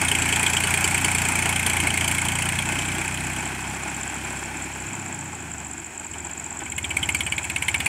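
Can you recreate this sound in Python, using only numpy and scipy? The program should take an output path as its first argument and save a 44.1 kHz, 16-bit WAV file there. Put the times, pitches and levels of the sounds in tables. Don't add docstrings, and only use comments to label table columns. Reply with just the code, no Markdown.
import sys
import numpy as np
from scipy import signal
from scipy.fft import rfft, irfft
from scipy.io import wavfile

SR = 44100
rng = np.random.default_rng(int(sys.argv[2]) if len(sys.argv) > 2 else 0)


def wrap_up_sound(samples):
    columns = np.atleast_2d(samples).T
    tamed = np.clip(columns, -1, 1)
    steps = np.round(tamed * 32767).astype(np.int16)
    wavfile.write(sys.argv[1], SR, steps)


def to_linear_factor(level_db):
    exponent = np.asarray(level_db, float) / 20
    return 10 ** exponent


N = 347493
CYLINDERS = 3


def rms_one(x):
    return x / np.sqrt(np.mean(x ** 2) + 1e-20)


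def noise():
    return rng.standard_normal(N)


def in_time(rows):
    s, *columns = np.transpose(rows)
    return [np.interp(np.arange(N) / SR, s, c) for c in columns]


def butter(x, order, hz, kind="low"):
    return signal.sosfilt(signal.butter(order, hz, kind, fs=SR, output="sos"), x)


def colour(x, points):
    size = 8192
    hz, level_db = np.transpose(points)
    bins_hz = np.arange(size // 2 + 1) * SR / size
    log_gain = np.log(to_linear_factor(np.interp(np.log(bins_hz + 1), np.log(hz), level_db)))
    cepstrum = irfft(log_gain)
    cepstrum[1:size // 2] *= 2
    cepstrum[size // 2 + 1:] = 0
    return signal.fftconvolve(x, irfft(np.exp(rfft(cepstrum))))[:N]


def resonate(x, hz, width_hz):
    r = np.exp(-np.pi * width_hz / SR)
    poles = [1, -2 * r * np.cos(2 * np.pi * hz / SR), r * r]
    return signal.lfilter([(1 - r * r) / 2, 0, (r * r - 1) / 2], poles, x)


def burst(clicks, rise_s, fall_s):
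    u = np.arange(int(.06 * SR)) / SR
    shape = (1 - np.exp(-u / rise_s)) ** 2 * np.exp(-u / fall_s)
    return np.maximum(signal.fftconvolve(clicks, shape / shape.max())[:N], 0)


def drift(rate_hz):
    r = np.exp(-2 * np.pi * rate_hz / SR)
    return rms_one(signal.lfilter([1], [1, -2 * r, r * r], rng.standard_normal(N + SR))[SR:])


# t/s, firing rate/Hz
ENGINE_SPEED = [(0.0, 29.25), (0.41, 28.66), (0.81, 29.42), (2.12, 28.82), (3.93, 33.47), (4.57, 33.51),
                (4.93, 32.96), (6.27, 18.61), (6.52, 20.01), (6.76, 15.58), (7.2, 17.31), (7.65, 16.17),
                (7.88, 17.39)]


def crank():
    first_firing = -0.48
    return first_firing + np.cumsum(in_time(ENGINE_SPEED)[0]) / SR


def passes(turns, count, offset):
    return np.flatnonzero(np.diff(np.floor((turns - offset) / count)) > 0)


def breeze():
    air = rms_one(butter(noise(), 2, [22, 60], "band"))
    return to_linear_factor(-63 + 3.0 * drift(2.6)) * air


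# t/s, level/dB
FAR_CHORUS = [(0, -83), (3, -57), (5, -45), (6.5, -45), (7.88, -43.5)]


def far_crickets():
    band = rms_one(butter(noise(), 3, [6800, 8100], "band"))
    return to_linear_factor(in_time(FAR_CHORUS)[0] + 1.5 * drift(40)) * band


# first chirp t/s, last chirp t/s, peak level/dB
CHIRP_PHRASES = [(0.034, 0.098, -37), (0.1994, 0.5515, -21), (0.8863, 1.1578, -23.5), (1.2503, 1.383, -28),
                 (1.4974, 1.6963, -29), (1.8056, 2.0128, -31), (2.124, 2.4087, -24), (2.6613, 3.1255, -26),
                 (3.248, 3.4566, -25.5), (3.6079, 3.7495, -26.5), (3.8807, 4.144, -24),
                 (4.3064, 4.438, -26), (4.6238, 4.6238, -24.5), (4.7389, 5.1917, -26),
                 (5.2594, 5.4046, -28), (5.517, 5.8462, -26.5), (5.9787, 6.1846, -25.3),
                 (6.2497, 6.8949, -24.5), (6.973, 7.761, -25), (7.8483, 7.8483, -25)]


def chirps():
    chirp_gap_s = .067
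    return [(s, peak_db) for first, last, peak_db in CHIRP_PHRASES
            for s in np.linspace(first, last, round((last - first) / chirp_gap_s) + 1)]


def wing_stroke(bend):
    u = np.linspace(-1, 1, int(.012 * SR))
    hz = 7500 + 40 * bend - 850 * u
    return np.exp(-(u / 0.48) ** 2) * np.sin(2 * np.pi * np.cumsum(hz) / SR)


# t/s, peak level/dB
HALF_CHIRPS = [
    (3.836, -25),
    (4.25, -24),
    (4.572, -25.5),
]


def near_cricket():
    out = np.zeros(N + SR)

    def add(start_s, level_db, stroke):
        i = round(start_s * SR)
        out[i:i + len(stroke)] += to_linear_factor(level_db) * stroke

    for s, peak_db in chirps():
        lag, fade, bend, effort = rng.standard_normal(4)
        stroke = wing_stroke(bend)
        chirp_db = peak_db - 0.9 * effort
        add(s - .006, chirp_db, stroke)
        add(s + .0145 + .0003 * lag, chirp_db - .3 + 1.1 * fade, stroke)
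    for s, peak_db in HALF_CHIRPS:
        add(s - .006, peak_db, wing_stroke(rng.standard_normal()))
    return out[:N]


def wheel_spray(level_db):
    fine = resonate(noise(), 13000, 4000)
    coarse = resonate(noise(), 5700, 900)
    return to_linear_factor(-62 + 0.32 * (level_db + 36)) * rms_one(fine + to_linear_factor(-7) * coarse)


# t/s, level/dB
GEAR_WHINE = [
    (0, -66),
    (1.25, -49),
    (1.45, -75),
    (7.88, -90),
]


def whine():
    hz = 5324 + 5 * drift(4)
    return to_linear_factor(in_time(GEAR_WHINE)[0]) * np.sin(2 * np.pi * np.cumsum(hz) / SR)


def valve_tick(turns, level_db):
    at = passes(turns, count=CYLINDERS, offset=1.64)
    clicks = np.zeros(N)
    clicks[at] = to_linear_factor(level_db[at] - 7 + rng.normal(0, 2.5, len(at)))
    tick = burst(clicks, .0012, .0035) * noise()
    return butter(tick, 2, [9000, 14000], "band")


# t/s, level/dB
MANIFOLD_RING = [(0, -31.5), (.85, -31), (1.1, -35), (2.5, -46), (3.2, -62), (7.88, -70)]


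def manifold(turns):
    at = passes(turns, count=CYLINDERS, offset=-0.041)
    clicks = np.zeros(N)
    clicks[at] = to_linear_factor(in_time(MANIFOLD_RING)[0][at] + 50.5 + rng.normal(0, 0.5, len(at)))
    return resonate(resonate(clicks + 1e-18, 406, 40), 410, 120)


# f/Hz, level/dB
CLATTER_SPECTRUM = [(76, -14), (130, 3.5), (342, 8.5), (491, -9), (829, -2.5), (1240, -15), (1520, -9),
                    (2010, -14), (2270, -11), (3750, -19.5), (4410, -21.5), (6470, -10.5), (7600, -3.5),
                    (8740, -8), (16000, -35)]


def clatter(turns, level_db, bright_db):
    ticks_per_s = 2500
    strength_db = 1.2 * np.minimum(rng.exponential(1, N), 3)
    ticks = to_linear_factor(strength_db) * (rng.random(N) < ticks_per_s / SR) + 0.68
    pulse_db = 0.8 * drift(30.0) + 0.59 * np.cos(2 * np.pi * (turns - .2))
    body = colour(ticks * noise() * to_linear_factor(pulse_db), CLATTER_SPECTRUM)
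    throb = to_linear_factor(3 * np.cos(2 * np.pi * (turns - .3)) + 2.5 * drift(16))
    body = body + to_linear_factor(2) * resonate(body * throb, 828, 450)
    # f/Hz, width/Hz, level/dB
    for hz, width_hz, lift_db in [(1495, 720, 6.5), (2130, 620, 0.5), (2528, 227, 6.5), (3236, 265, 5.0),
                                  (4180, 340, 1.2), (4680, 160, -2.5), (5330, 134, 1.0), (5910, 116, -5.2)]:
        body = body + to_linear_factor(lift_db) * resonate(body, hz, width_hz)
    low = butter(body, 2, 1900)
    top = butter(body, 2, 6000, "high")
    middle = body - low - top
    hollow = np.clip(0.093 * bright_db + 0.12, 0, .6) * resonate(low, 417, 210)
    tilted = low - hollow + to_linear_factor(bright_db) * middle + to_linear_factor(1.4 * bright_db) * top
    return to_linear_factor(level_db + 1) * tilted / np.std(low)


CYLINDER_KNOCK = [
    0,
    -1.5,
    -3.5,
]
# t/s, peak level/dB, shift of the upper block ring/dB
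STANDOUT_FIRINGS = [(0.1155, -4.5, 7), (0.1513, -7, 10), (0.325, -6.5, 14), (0.4645, -4, 10),
                    (0.5683, -6, 18), (0.7398, -6.5, 7), (1.046, -7, 12), (1.7672, -8.5, 5),
                    (1.8707, -5, 4), (1.9046, -10.5, 11), (2.588, -9, 9), (6.781, -11.5, 6),
                    (6.8433, -12, 16), (6.906, -11, 6), (6.9679, -5, -2), (7.0291, -7.5, 19),
                    (7.0898, -6, 6.5), (7.1471, -6, 5.5), (7.2063, -8, 10), (7.2654, -11, 5),
                    (7.322, -7, 4), (7.3812, -8.5, 5), (7.4413, -16, 4), (7.4998, -11.5, 1.5),
                    (7.562, -7, 2.5), (7.6228, -9, 4.5), (7.6831, -4, 4), (7.7437, -4, 1),
                    (7.8035, -9.5, 6), (7.8608, -4.5, -6)]
# f/Hz, level/dB
CRACK_SPECTRUM = [(300, -92), (900, 15), (2300, -40), (3400, -49), (4200, -3.5), (6500, -7), (9000, -22),
                  (11000, -24), (13000, -20), (16000, -45)]
# f/Hz, width/Hz, level/dB
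BLOCK_MODES = [(840, 430, -22.5), (1523, 120, -8), (2169, 94, 7.5), (2314, 52, 9.5), (2507, 147, 3),
               (3018, 200, -4.5), (3260, 240, -7.5), (4400, 220, -37), (4010, 200, -22.5), (4525, 54, -9.5),
               (5400, 80, -37), (6240, 140, -10), (7330, 990, -8), (8220, 420, -2), (9010, 290, -2),
               (9710, 163, -4), (10170, 220, -12.5), (11500, 570, -17), (12200, 430, -18),
               (13700, 900, -20), (14400, 1500, -25)]


def knock(turns, level_db, facing_db, load_db):
    at = passes(turns, count=1, offset=-0.1)
    usual_db = level_db[at] + 5.0
    luck = rng.standard_normal((len(at), 3))
    cylinder = np.round(turns[at]).astype(int) % CYLINDERS
    peak_db = usual_db + np.take(CYLINDER_KNOCK, cylinder) + 0.7 * luck[:, 0]
    upper_db = 4 + 3.5 * luck[:, 1]
    bright_load_db, first_cylinder = load_db[at], cylinder == 0
    bright_facing_db = facing_db[at]
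    for s, hard_db, upper in STANDOUT_FIRINGS:
        k = np.argmin(abs(at - s * SR))
        at[k] = round((s - .0022) * SR)
        peak_db[k], upper_db[k] = hard_db - 11, upper
    bright_db = -0.8 + 1.12 * bright_facing_db - 0.14 * bright_load_db
    bright_db = bright_db - 0.52 * (peak_db - usual_db) + 1.5 * luck[:, 2]
    bright_db = bright_db + 1.0 * first_cylinder

    clicks = np.zeros(N)
    clicks[at] = 1
    firing = np.maximum(np.cumsum(clicks > 0) - 1, 0)
    shake = noise()
    snap = (burst(clicks, 0.002, 0.0026) + to_linear_factor(-14) * burst(clicks, 0.0064, 0.011)) * shake
    rattle = (burst(clicks, 0.00077, 0.0027) + to_linear_factor(-10) * burst(clicks, 0.0032, 0.0088)) * shake

    crack = to_linear_factor(-19.5) * colour(snap, CRACK_SPECTRUM)
    main = butter(crack, 2, 4000)
    bright = crack - main
    spread = rng.standard_normal((len(at), len(BLOCK_MODES)))
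    for k, (hz, width_hz, ring_db) in enumerate(BLOCK_MODES):
        casting = hz < 4000
        shift_db = (2800 < hz < 4000) * upper_db + (2.6 if hz > 2000 else 1.2) * spread[:, k]
        source = rattle if casting else snap
        ring = resonate(source * to_linear_factor(shift_db)[firing], hz, width_hz) * to_linear_factor(ring_db) * (-1) ** k
        if casting:
            main = main + ring
        else:
            bright = bright + ring

    def evened(part):
        return part / np.sqrt(np.add.reduceat(part ** 2, at) / 300)[firing]

    thud = to_linear_factor(17.5 + 0.19 * load_db) * resonate(resonate(clicks + 1e-18, 260, 340), 360, 860)
    return to_linear_factor(peak_db)[firing] * (evened(main) + thud + to_linear_factor(bright_db - 5.0)[firing] * evened(bright))


# f/Hz, level/dB
EXHAUST_SPECTRUM = [(30, -27), (54, -2.5), (75, 16), (90, 9), (118, 4), (147, 0.9), (205, -2.5),
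                    (270, -4.5), (330, -34.5), (415, -35), (480, -38), (1000, -59)]


def exhaust(turns, level_db, pipe_db):
    at = passes(turns, count=1, offset=-0.05)
    clicks = np.zeros(N)
    clicks[at] = to_linear_factor(rng.normal(0, 1.0, len(at)))
    puffs = (.5 + burst(clicks, 0.016, 0.058)) * noise()
    rumble = butter(puffs, 2, [170, 400], "band")
    swell_hz, swell_width_hz = 75.3, 61.6
    r = np.exp(-np.pi * swell_width_hz / SR)
    middle = -2 * r * np.cos(2 * np.pi * swell_hz / SR)
    spreader = [[r * r, middle, 1, 1, middle, r * r]] * 3
    thump = rms_one(signal.sosfilt(spreader, colour(clicks[::-1], EXHAUST_SPECTRUM))[::-1])
    thump = thump + to_linear_factor(pipe_db - 1) * resonate(thump, 158.0, 53.0)
    return to_linear_factor(level_db) * (thump + to_linear_factor(-16.5) * rms_one(rumble))


# t/s, nearness level/dB, load/dB, facing/dB, pipe aim/dB
TRACTOR_PATH = [(0, -30.5, 5.5, 3, -4.5), (.6, -33, 7.5, 5, 1.5), (1.2, -31.5, 6, 3.5, 2.5),
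                (1.9, -31.5, 7.5, 2, -7), (2.4, -34, 6.5, 3.5, 9), (2.85, -31.5, 2, 0.5, 0.5),
                (3.3, -34, 0, 1.2, 5.5), (3.8, -35, -7, 0.9, 3), (4.8, -36.5, -6, -0.5, -3.5),
                (5.3, -36.5, -12, -3, 6), (6.05, -43, -5, -0.5, -5), (6.15, -40, -1, -1.5, -16),
                (6.5, -40, -9, -1.5, -28), (6.78, -40, 13, -2, -26), (7.05, -37, 12, 0, -1.2),
                (7.3, -39, 9, 0, -2), (7.6, -38.5, 7.5, 0.7, 0), (7.88, -37.5, 12.5, 1.2, -1)]


def scene():
    turns = crank()
    near_db, load_db, facing_db, pipe_db = in_time(TRACTOR_PATH)
    field = far_crickets() + near_cricket()
    details = wheel_spray(near_db + facing_db) + whine() + valve_tick(turns, near_db) + manifold(turns)
    tractor = clatter(turns, near_db, facing_db)
    tractor = tractor + knock(turns, near_db - 0.28 + 1.123 * load_db, facing_db, load_db)
    tractor = tractor + exhaust(turns, near_db - 3 + 0.54 * load_db, pipe_db)
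    mono = field + details + tractor
    return np.array([mono, mono])


# t/s, f/Hz
WIND_CORNER = [(0, 58), (3.2, 60.6), (4.82, 61.3), (4.86, 87), (5.08, 83), (5.11, 68), (5.15, 86),
               (6.03, 61), (6.12, 71.6), (6.6, 64.4), (7.88, 69)]


def wind_filter(dry):
    corner_hz, = in_time(WIND_CORNER)
    out, state, block = np.zeros_like(dry), np.zeros((4, 2, 2)), 1280
    for i in range(0, N, block):
        sos = signal.butter(8, corner_hz[i], "high", fs=SR, output="sos")
        out[:, i:i + block], state = signal.sosfilt(sos, dry[:, i:i + block], zi=state)
    rest_corner_hz, lift_db_per_hz = 60.8, 0.256
    lift = to_linear_factor(lift_db_per_hz * (corner_hz - rest_corner_hz)) - 1
    return out + lift * butter(out, 2, 214)


# t/s, level of the difference/dB
SPLIT_KNOCKS = [(.222, -9), (.636, -8), (1.148, -6), (1.355, -5), (1.423, -6), (1.558, -8), (1.663, -14),
                (2.079, -8), (7.863, -14)]


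def split_treble(x):
    treble = np.roll(butter(x[0], 6, 5000, "high"), 37)
    t = np.arange(N) / SR
    gate = sum(to_linear_factor(split_db) * (abs(t - s - .002) < .008) for s, split_db in SPLIT_KNOCKS)
    return x + gate * treble * [[1], [-1]]


def top_cut(x):
    return signal.sosfilt(signal.butter(12, 16480, fs=SR, output="sos"), x)


def record(dry):
    out = wind_filter(dry) + breeze()
    out = signal.sosfilt(signal.ellip(12, .5, 70, 15750, fs=SR, output="sos"), out)
    return top_cut(split_treble(out))


dry = scene()
out = record(dry)
wrap_up_sound(out)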